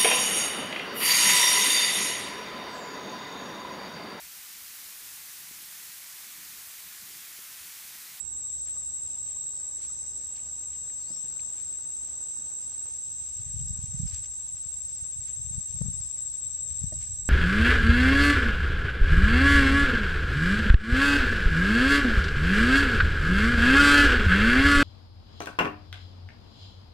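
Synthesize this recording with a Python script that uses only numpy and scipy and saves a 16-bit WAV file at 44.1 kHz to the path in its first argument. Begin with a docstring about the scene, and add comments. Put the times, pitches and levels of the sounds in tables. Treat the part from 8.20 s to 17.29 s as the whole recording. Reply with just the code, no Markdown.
"""A riverbank on a hot day: one cicada drones on a wobbling pitch, a stack of sines scattered by moving leaves.
Close by a big knife works on a log: noise bursts for snicks, grains for wet rustles, ringing modes for dull knocks.
A bird, a gliding sine, whistles once; later gusts of low noise buffet the two microphone ports.
Behind them water babbles as ringing bubbles over noise bands, an engine hums far off on two sines,
and a far insect chorus hisses in filtered noise."""
import sys
import numpy as np
from scipy import signal
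from scipy.io import wavfile
from scipy.ndimage import uniform_filter1d

SR = 44100
rng = np.random.default_rng(int(sys.argv[2]) if len(sys.argv) > 2 else 0)


def dump_mix(stems):
    """Bounce the given channels to the path in sys.argv[1] as a 16-bit WAV at rate SR."""
    frames = np.atleast_2d(stems).T  # one column per channel
    limited = np.clip(frames, -1, 1)  # hard clip at full scale
    pcm = np.round(limited * 32767).astype(np.int16)
    wavfile.write(sys.argv[1], SR, pcm)


N = 400861
T = np.arange(N) / SR   # time of every sample, in seconds


def from_db(db):
    """Decibels to gain."""
    return 10 ** (np.asarray(db) / 20)


def rms_one(x):
    """Scale to an rms (average strength) of 1."""
    return x / np.sqrt(np.mean(x ** 2) + 1e-20)


def in_time(rows):
    """Draw straight lines between the rows of a table, giving each column one value a sample."""
    seconds, *columns = np.transpose(rows)
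    return [np.interp(T, seconds, column) for column in columns]


def at_hz(points, hz):
    """Read a spectrum table at one pitch, on a log-frequency axis."""
    table_hz, values = np.array(points)[:, 0], np.array(points)[:, 1]
    return np.interp(np.log(hz), np.log(table_hz), values)


def panned(x, pan_db):
    """Make two channels, the left louder than the right by pan_db."""
    return np.array([x * from_db(pan_db / 2), x * from_db(-pan_db / 2)])


def band(x, low_hz, high_hz):
    """Keep only the sound between two pitches."""
    sos = signal.butter(2, [low_hz, min(high_hz, .45 * SR)], "band", fs=SR, output="sos")
    return signal.sosfilt(sos, x)


def drift(rate_hz):
    """Slow random wandering of spread 1: noise at every 100th sample, smoothed twice, then joined by lines."""
    r = np.exp(-200 * np.pi * rate_hz / SR)
    noise = rng.standard_normal(N // 100 + 2002)
    slow = signal.lfilter([1], [1, -2 * r, r * r], noise)[2000:]   # drop the filter's start
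    return np.interp(np.arange(N) / 100, np.arange(len(slow)), rms_one(slow))


def ring(clicks, hz, t60):
    """A unit click sets a sine of height 1 ringing; it fades by 60 dB in t60 seconds."""
    r, w = from_db(-60 / (t60 * SR)), 2 * np.pi * hz / SR
    return signal.lfilter([0, np.sin(w)], [1, -2 * r * np.cos(w), r * r], clicks + 1e-18)


SCATTER_T60_S = .39   # seconds for the scattered sound to fade by 60 dB


def scatter():
    """Echo patterns of trees and banks for both ears: dense noise that dies away; energy 1."""
    age = np.arange(round(SCATTER_T60_S * SR)) / SR
    tails = rng.standard_normal((2, len(age))) * from_db(-60 * age / SCATTER_T60_S)
    return tails / np.sqrt(np.sum(tails ** 2, axis=1, keepdims=True))


# How loud the cicada is and which side it is on; a fixed boost of 3 dB comes on top.
# Each row: time in seconds, level in dB before the boost, left minus right in dB.
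CICADA_LEVEL = [(0.0, -44.5, -21), (0.12, -36.5, 1.5), (1.27, -37, 0), (2.28, -39, 0.0), (3.06, -37.5, 5),
                (4.22, -37.5, -1.5), (5.85, -38.5, 2.5), (6.18, -38, 1), (6.48, -38, 1.5), (8.4, -36.5, 5),
                (8.61, -36.5, 4.5), (8.81, -37.5, -1.0), (9.06, -36.5, 2), (9.09, -36, -7)]
# The overtones in its song, before scattering and levelling.
# Each row: multiple of the click rate, relative strength in dB, left minus right in dB.
CICADA_OVERTONES = [(4, -17, 2), (5, 1, 0), (6, -29.5, -0.5), (7, -44, 9), (8, -55, 2)]
CLICK_HZ, SAG_HZ_PER_S = 1531.5, .75   # middle of the pitch swing, and how fast it sinks
SWINGS_PER_S, FIRST_SWING = 12.374, -.3   # pitch swings a second; where in a swing the song begins (swings)
SWING_HZ, JITTER_HZ = 16.5, 1.8   # size of the swing and of its unsteadiness, at the click rate
DWELL = .1   # flattens the high turn and sharpens the dip
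SWING_DB, LEFT_LEAD_S = .5, .000035   # louder at the high turn; earlier at the left port
LEAF_RATE_HZ, DIRECT_DB = .35, -3.5   # pace of the changing patterns; direct song against all the scatter


def cicada(count=4):
    """A clean overtone stack swings in pitch; most of it arrives scattered, in patterns that change as leaves move."""
    turn = 2 * np.pi * (FIRST_SWING + SWINGS_PER_S * T)
    swing = np.cos(turn) - DWELL * np.cos(2 * turn)
    unsteady = JITTER_HZ * (1 - .8 * swing) * drift(12.0)   # less steady at the low turn
    click_hz = CLICK_HZ - SAG_HZ_PER_S * T + SWING_HZ * swing + unsteady
    phase = 2 * np.pi * np.cumsum(click_hz) / SR
    left_lead = 2 * np.pi * CLICK_HZ * LEFT_LEAD_S
    phase = phase - phase[0] + [[left_lead], [0]]

    song = np.zeros((2, N))
    for multiple, db, side_db in CICADA_OVERTONES:
        song += panned(from_db(db), side_db)[:, None] * np.sin(multiple * phase)
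    song *= from_db(SWING_DB * swing)

    # It was already singing: put half a second of mirrored song in front.
    earlier = np.pad(song, ((0, 0), (SR // 2, 0)), mode="reflect", reflect_type="odd")
    out = from_db(DIRECT_DB) * np.sqrt(count) * song
    for _ in range(count):
        scattered = signal.oaconvolve(earlier, scatter(), axes=1)[:, SR // 2:][:, :N]
        out += drift(LEAF_RATE_HZ) * scattered

    out /= np.sqrt(uniform_filter1d(out ** 2, size=SR // 3))   # even out the level over a third of a second
    level_db, pan_db = in_time(CICADA_LEVEL)
    return out * panned(np.sqrt(2) * from_db(level_db), pan_db)


KNIFE_LEFT_DB = 3   # the snicks are louder on the left by this much
# Short sharp sounds of the knife.
# Each row: start in seconds, peak in dB before panning, centre pitch in Hz, width as a pitch ratio.
KNIFE_SNICKS = [(0.566, -54.5, 1160, 1.08), (1.1643, -54, 1100, 1.2), (1.696, -54, 1250, 1.05),
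                (2.1555, -50, 2600, 1.1), (2.166, -35.5, 4720, 1.4), (2.4369, -50, 2750, 1.2),
                (2.698, -49, 2240, 1.3), (3.1657, -53, 1110, 1.4), (3.1936, -45, 2390, 1.3),
                (3.2041, -45, 4440, 1.07), (3.6496, -53.5, 1500, 1.6), (4.163, -53, 1000, 1.18),
                (5.397, -50, 3300, 1.15), (5.482, -42, 5330, 1.05), (5.876, -37, 5400, 1.1),
                (5.898, -38, 5400, 1.2), (5.9405, -39, 5600, 1.2), (5.945, -29, 6300, 1.22),
                (8.739, -34, 5700, 1.3), (8.871, -56, 1680, 1.14)]
SNICK_FADE_S, SNICK_FADE_SLOPE = .0042, .5   # fade time at 1 kHz; higher snicks fade faster by this power


def snicks():
    """Each snick is a burst of noise that fades in milliseconds, kept to a band of pitches."""
    out, size = np.zeros((2, N)), SR // 25
    noises = rng.standard_normal((len(KNIFE_SNICKS), size))
    for (s, db, hz, width), noise in zip(KNIFE_SNICKS, noises):
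        fade_s = SNICK_FADE_S * (1000 / hz) ** SNICK_FADE_SLOPE
        width = max(width, 1.03)
        burst = noise * np.exp(-np.arange(size) / SR / fade_s)
        burst = band(burst, hz / width, hz * width)
        burst = band(burst, hz / width / 1.3, hz * width * 1.3)
        burst = from_db(db) * burst / np.abs(burst).max()
        out[:, round(s * SR):][:, :size] += panned(burst, KNIFE_LEFT_DB)
    return out


# Wet rustles of hands and blade.
# Each row: time of the peak in seconds, length in seconds, strength in dB before the swell shapes it.
WET_RUSTLES = [(0.483, .09, -58), (1.088, 0.11, -61), (1.628, .115, -56), (2.18, .06, -58),
               (2.532, 0.074, -60), (3.372, 0.17, -59), (5.872, 0.049, -57), (5.938, 0.14, -51.5),
               (6.045, 0.041, -52), (7.083, 0.12, -60.5), (8.504, .07, -62), (8.821, 0.072, -53)]
GRAIN_SHARE, RUSTLE_RISE = .2, .35   # share of samples with a grain; share of the length spent rising
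RUSTLE_LOW_HZ, RUSTLE_HIGH_HZ, RUSTLE_HZ_PER_DB = 1500, 5500, 366   # band at -60 dB, brighter when harder


def rustles():
    """Dense random grains of uneven size are heard under a swell that rises and falls."""
    size_db = 2.5 * np.minimum(rng.exponential(1, N), 4) + 3 * drift(150)
    present = rng.random(N) < GRAIN_SHARE
    grains = rng.standard_normal((2, N)) * from_db(size_db) * present
    grains[1] = 0.34 * grains[0] + 0.9 * grains[1]   # the two sides are partly alike
    out = np.zeros((2, N))
    for peak, length, db in WET_RUSTLES:
        start = peak - RUSTLE_RISE * length
        high_hz = RUSTLE_HIGH_HZ + RUSTLE_HZ_PER_DB * (db + 60)
        span = slice(round(start * SR), round((start + length) * SR))
        grain = band(grains[:, span], RUSTLE_LOW_HZ, high_hz)
        grain = band(grain, RUSTLE_LOW_HZ / 2, high_hz * 1.15)
        swell = np.interp(T[span], [start, peak, start + length], [0, 1, 0])
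        out[:, span] += from_db(db) * swell * rms_one(grain)
    return out


# Dull knocks on the log. Each row: start in seconds, strength in dB, hardness in Hz (one over contact time).
LOG_KNOCKS = [(2.904, -47.5, 403), (2.972, -56, 250), (3.04, -51, 250), (3.096, -56, 300),
              (4.189, -53, 300), (8.488, -67, 900), (8.7234, -45, 1190)]
# The tones the log rings with. Each row: pitch in Hz, relative strength in dB, time to fade by 60 dB in seconds.
LOG_TONES = [(164.4, -7, 0.36), (230, -0.5, 0.12), (333, 0.5, 0.069), (520, -13, 0.011), (622, 9, 0.057),
             (1250, -6, .02), (834, -23, .04), (1900, 8.5, .03)]


def knocks():
    """Each blow is a smooth push that sets the log's tones ringing."""
    blows = np.zeros(N)
    for s, db, hard_hz in LOG_KNOCKS:
        contact = np.hanning(round(SR / hard_hz))   # a soft blow lasts longer and misses the upper tones
        blows[round(s * SR):][:len(contact)] += from_db(db) * contact / contact.sum()
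    return sum(from_db(db) * ring(blows, hz, t60) for hz, db, t60 in LOG_TONES)


# The path of the bird's whistle. Each row: time in seconds, pitch in Hz, level in dB before the echoes.
BIRD_WHISTLE = [(2.81, 4390, -65), (2.835, 4100, -66), (2.87, 4390, -63), (2.91, 5100, -60),
                (2.94, 5500, -57), (2.975, 5620, -58)]
BIRD_ECHO_S = .04   # delay of the echo from the far bank


def bird():
    """One whistle dips, then rises; it is thrown back by the far bank and smeared by the trees."""
    hz, db = in_time(BIRD_WHISTLE)
    start, end = BIRD_WHISTLE[0][0], BIRD_WHISTLE[-1][0]
    gate = np.interp(T, [start - .01, start, end, end + .015], [0, 1, 1, 0])
    call = np.sqrt(2) * from_db(db) * gate * np.sin(2 * np.pi * np.cumsum(hz) / SR)
    call = call + .4 * np.roll(call, round(BIRD_ECHO_S * SR))
    smeared = signal.oaconvolve(call[None], scatter(), axes=1)[:, :N]
    return call + 1.1 * smeared


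# Steady strength of the gusts at each port, which sets level and brightness together.
# Each row: time in seconds, left strength in dB, right strength in dB.
GUST_STRENGTH = [(4.6, -75, -69), (5.1, -55.5, -66), (5.45, -36, -41.5), (5.72, -54, -43.5),
                 (5.86, -49, -32), (5.93, -42, -66), (6.2, -56, -59.5), (6.9, -55, -61.5), (7.2, -44, -56),
                 (7.4, -38.5, -72), (7.45, -56, -70), (7.65, -31, -51), (7.95, -60.5, -59), (8.3, -49, -71),
                 (8.56, -49.5, -60), (8.65, -39, -54), (8.9, -51, -43), (9.09, -45.5, -48.5)]


def gusts():
    """Lumpy low noise, its own at each port; strong gusts reach higher in pitch."""
    out = np.zeros((2, N))
    for port, strength_db in enumerate(in_time(GUST_STRENGTH)):
        gain = from_db(strength_db) * (T > GUST_STRENGTH[0][0])   # silent before the first row
        lumps = from_db(3.0 * drift(25.0))
        low = band(rng.standard_normal(N) * lumps, 35.4, 102)
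        low = rms_one(band(low, 28.4, 154))
        high = band(rng.standard_normal(N) * lumps, 74, 205)
        high = rms_one(band(band(high, 71, 204), 45, 210))
        out[port] = 1.44 * gain * low + 11.0 * gain ** 1.73 * high   # the higher part grows faster
    return out


# Eddies that slap the ports.
# Each row: time of the middle in seconds, nominal peak in dB at the nearer port, left minus right in dB.
EDDY_SLAPS = [(4.716, -41, 13), (5.202, -30.5, 24), (5.344, -28, 13), (5.366, -26.5, 23), (5.407, -25, -7),
              (5.417, -23.5, 11), (5.507, -22, 13), (5.542, -28, 5), (5.591, -24, -15), (5.641, -23.5, -21),
              (5.748, -20.5, -25), (5.802, -20, -16), (5.835, -22.5, -14), (5.851, -22, -6),
              (6.345, -33.5, 20), (6.464, -34, 21), (6.826, -31, -12), (6.992, -30, -14),
              (7.196, -29.5, 24), (7.311, -26, 31), (7.383, -22, 33), (7.545, -29, 22), (7.616, -15, 22),
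              (7.661, -17.5, 32), (7.685, -18.5, 30), (7.805, -28.5, -7), (8.617, -25, 22),
              (8.641, -19, 14), (8.676, -27, 23), (8.725, -33, -17), (8.762, -30, -5), (8.831, -33, 1),
              (8.908, -31, 19), (8.94, -36, -5)]
SLAP_HZ, SLAP_HZ_PER_DB = 94.4, 3.15   # pitch at -28 dB and its rise with strength, before random detuning
SLAP_S, SLAP_EDGE = .0048, 1.6   # half length; shape (2 round, 1 pointed)
CRACK_DB, CRACK_GROWTH = -52.5, 4.2   # level of the hiss in a slap of -18 dB; dB gained per dB of slap
CRACK_HZ, CRACK_S = (200, 725), .0038   # band and half length of that hiss


def slaps():
    """Single eddies push a port with a short low wave, each side at its own phase, and a little hiss."""
    out = np.zeros((2, N))
    half = SR // 25
    age = np.arange(-half, half) / SR
    chances = rng.random((len(EDDY_SLAPS), 3))
    airs = rng.standard_normal((len(EDDY_SLAPS), 2, len(age)))
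    for (s, db, side_db), (*turns, detune), air in zip(EDDY_SLAPS, chances, airs):
        hz = (SLAP_HZ + SLAP_HZ_PER_DB * (db + 28)) * (.9 + .2 * detune)
        wave = np.cos(2 * np.pi * (hz * age + np.array(turns)[:, None]))
        push = wave * np.exp(-np.abs(age / SLAP_S) ** SLAP_EDGE)
        crack_db = CRACK_DB + 18 + (CRACK_GROWTH - 1) * (db + 18)   # relative to the push
        push += from_db(crack_db) * rms_one(band(air, *CRACK_HZ)) * np.exp(-(age / CRACK_S) ** 2)
        sides = panned(from_db(db - abs(side_db) / 2), side_db)[:, None]
        out[:, round(s * SR) - half:][:, :len(age)] += sides * push
    return out


# How loud the water babbles. Each row: time in seconds, level in dB.
BABBLE_LEVEL = [(0, -67.5), (4.55, -65.5), (4.85, -72.5), (9.1, -81)]


def babble(per_s, cycles):
    """Bubbles come in loose clumps and ring a few cycles; big ones are struck more gently."""
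    strengths = from_db(2.5 * np.minimum(rng.exponential(1, N), 4)) * rng.choice([-1, 1], N)
    born = rng.random(N) < per_s * from_db(2.5 * drift(8.0)) / SR
    dealt = rng.integers(0, 16, N)   # which of 16 pitches each bubble gets
    rings = np.zeros(N)
    for k, hz in enumerate(np.geomspace(160, 1500, 16)):
        clicks = strengths * born * (dealt == k)
        rings += (hz / 500) ** 0.61 * ring(clicks, hz, cycles / hz)
    return from_db(in_time(BABBLE_LEVEL)[0]) * rms_one(rings)


# Spectrum of water and far insects, before the overall level is set.
# Each row: pitch in Hz, relative strength in dB per Hz.
BANK_SPECTRUM = [(25, -13), (50, 0.5), (100, 2), (250, -12.5), (900, -17), (2000, -19), (3500, -17.5),
                 (5200, -15.5), (7000, -1), (9000, -40)]
# How alike left and right are. Each row: pitch in Hz, likeness (1 the same, 0 unrelated, below 0 opposed).
BANK_LIKENESS = [(60, 0.96), (180, 0.17), (550, 0.39), (1650, 0.57), (4970, 0.67), (15000, -0.022)]
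BANK_DB = -57.5   # overall level


def water_and_insect_noise(patchy_db):
    """Half-octave bands of stereo noise, each with its own level, flicker and left-right likeness."""
    out, together = 0, drift(4.8)
    edges = 25 * 2 ** np.arange(0, 9.1, .5)
    white = rng.standard_normal((2, 2, N))
    for k, (low, high) in enumerate(zip(edges, edges[1:])):
        mid, side = band(white[k % 2], low, high)   # neighbouring bands use different noise
        hz = np.sqrt(low * high)
        alike = np.clip(at_hz(BANK_LIKENESS, hz), -1, 1)
        flicker_db = patchy_db * (0.29 * together + drift(10.6))
        gain = from_db(at_hz(BANK_SPECTRUM, hz) + flicker_db)
        out = out + gain * (np.sqrt(1 + alike) * mid + np.sqrt(1 - alike) * side * [[1], [-1]])
    # air and leaves swallow the far top
    dulled = signal.sosfilt(signal.butter(12, 8800, fs=SR, output="sos"), out)
    return from_db(BANK_DB) * rms_one(dulled)


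# Far engine. Each row: time in seconds, level of the first order in dB, level of the second in dB (both waver).
ENGINE_LEVELS = [(0, -58, -73), (1.3, -63.5, -67), (1.7, -61.5, -80), (2.6, -59.5, -70), (3.0, -68, -70.5),
                 (3.5, -64.5, -72.5), (5.0, -63, -87), (9.1, -65, -60)]
HUM_HZ, HUM_WAVER_HZ = 69.1, 1.197   # pitch of the first order and how far it wanders


def engine_hum():
    """Two engine orders, the second at twice the pitch, waver a little in pitch and level."""
    phase = 2 * np.pi * np.cumsum(HUM_HZ + HUM_WAVER_HZ * drift(2.073)) / SR
    out = np.zeros(N)
    for order, db in zip((1, 2), in_time(ENGINE_LEVELS)):
        out += np.sqrt(2) * from_db(db + 1.5 * drift(4.0)) * np.sin(order * phase)
    return out


# Faint bands from far away. Each row: centre pitch in Hz, width in Hz, middle level in dB.
FAINT_BANDS = [(830.3, 21, -79), (5100, 21, -75), (6930, 610, -62)]
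CHORUS_HZ, CHORUS_DB = (5000, 8360), -58.5   # band of the far insects and its middle level


def insect_chorus():
    """Far insects blur into a plateau of hiss and a few faint bands, all wavering slowly in level."""
    plateau = signal.butter(8, CHORUS_HZ, "band", fs=SR, output="sos")
    hiss = signal.sosfilt(plateau, rng.standard_normal((2, N)))
    out = from_db(CHORUS_DB + 2.0 * drift(3.0)) * rms_one(hiss)
    for hz, width_hz, db in FAINT_BANDS:
        faint = band(rng.standard_normal((2, N)), hz - width_hz / 2, hz + width_hz / 2)
        out += from_db(db + 1.2 * drift(1.6)) * rms_one(faint)
    return out


def scene():
    """Everything at the microphone, added together."""
    near = cicada() + snicks() + rustles() + knocks() + bird() + gusts() + slaps()
    water = babble(per_s=1200, cycles=7.6) + water_and_insect_noise(patchy_db=1.46)
    return near + water + engine_hum() + insect_chorus()


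# A rough change of sample rate leaves copies of the treble, shifted in pitch.
# Each row: shift in steps of IMAGE_HZ, strength in dB.
TREBLE_COPIES = [(-1, -29), (1, -34.5), (2, -45.5)]
IMAGE_HZ, TREBLE_HZ = 3900, 7700   # one step of shift; centre of the copied treble
CUTOFF_HZ = 15750   # top of the recorded range


def record(dry):
    """Deep bass is lost, the strongest treble is copied at shifted pitches, then the top is cut."""
    dry = signal.sosfilt(signal.butter(2, 45, "high", fs=SR, output="sos"), dry)
    lowered = dry * np.exp(-2j * np.pi * TREBLE_HZ * T)   # the strong treble band, moved down to zero
    treble = 2 * signal.sosfilt(signal.butter(5, 700, fs=SR, output="sos"), lowered)
    wet = dry
    for steps, db in TREBLE_COPIES:
        copy_hz = TREBLE_HZ + steps * IMAGE_HZ
        wet = wet + from_db(db) * np.real(treble * np.exp(2j * np.pi * copy_hz * T))
    return signal.sosfilt(signal.ellip(10, .3, 70, CUTOFF_HZ, fs=SR, output="sos"), wet)


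dry = scene()
out = record(dry)
dump_mix(out)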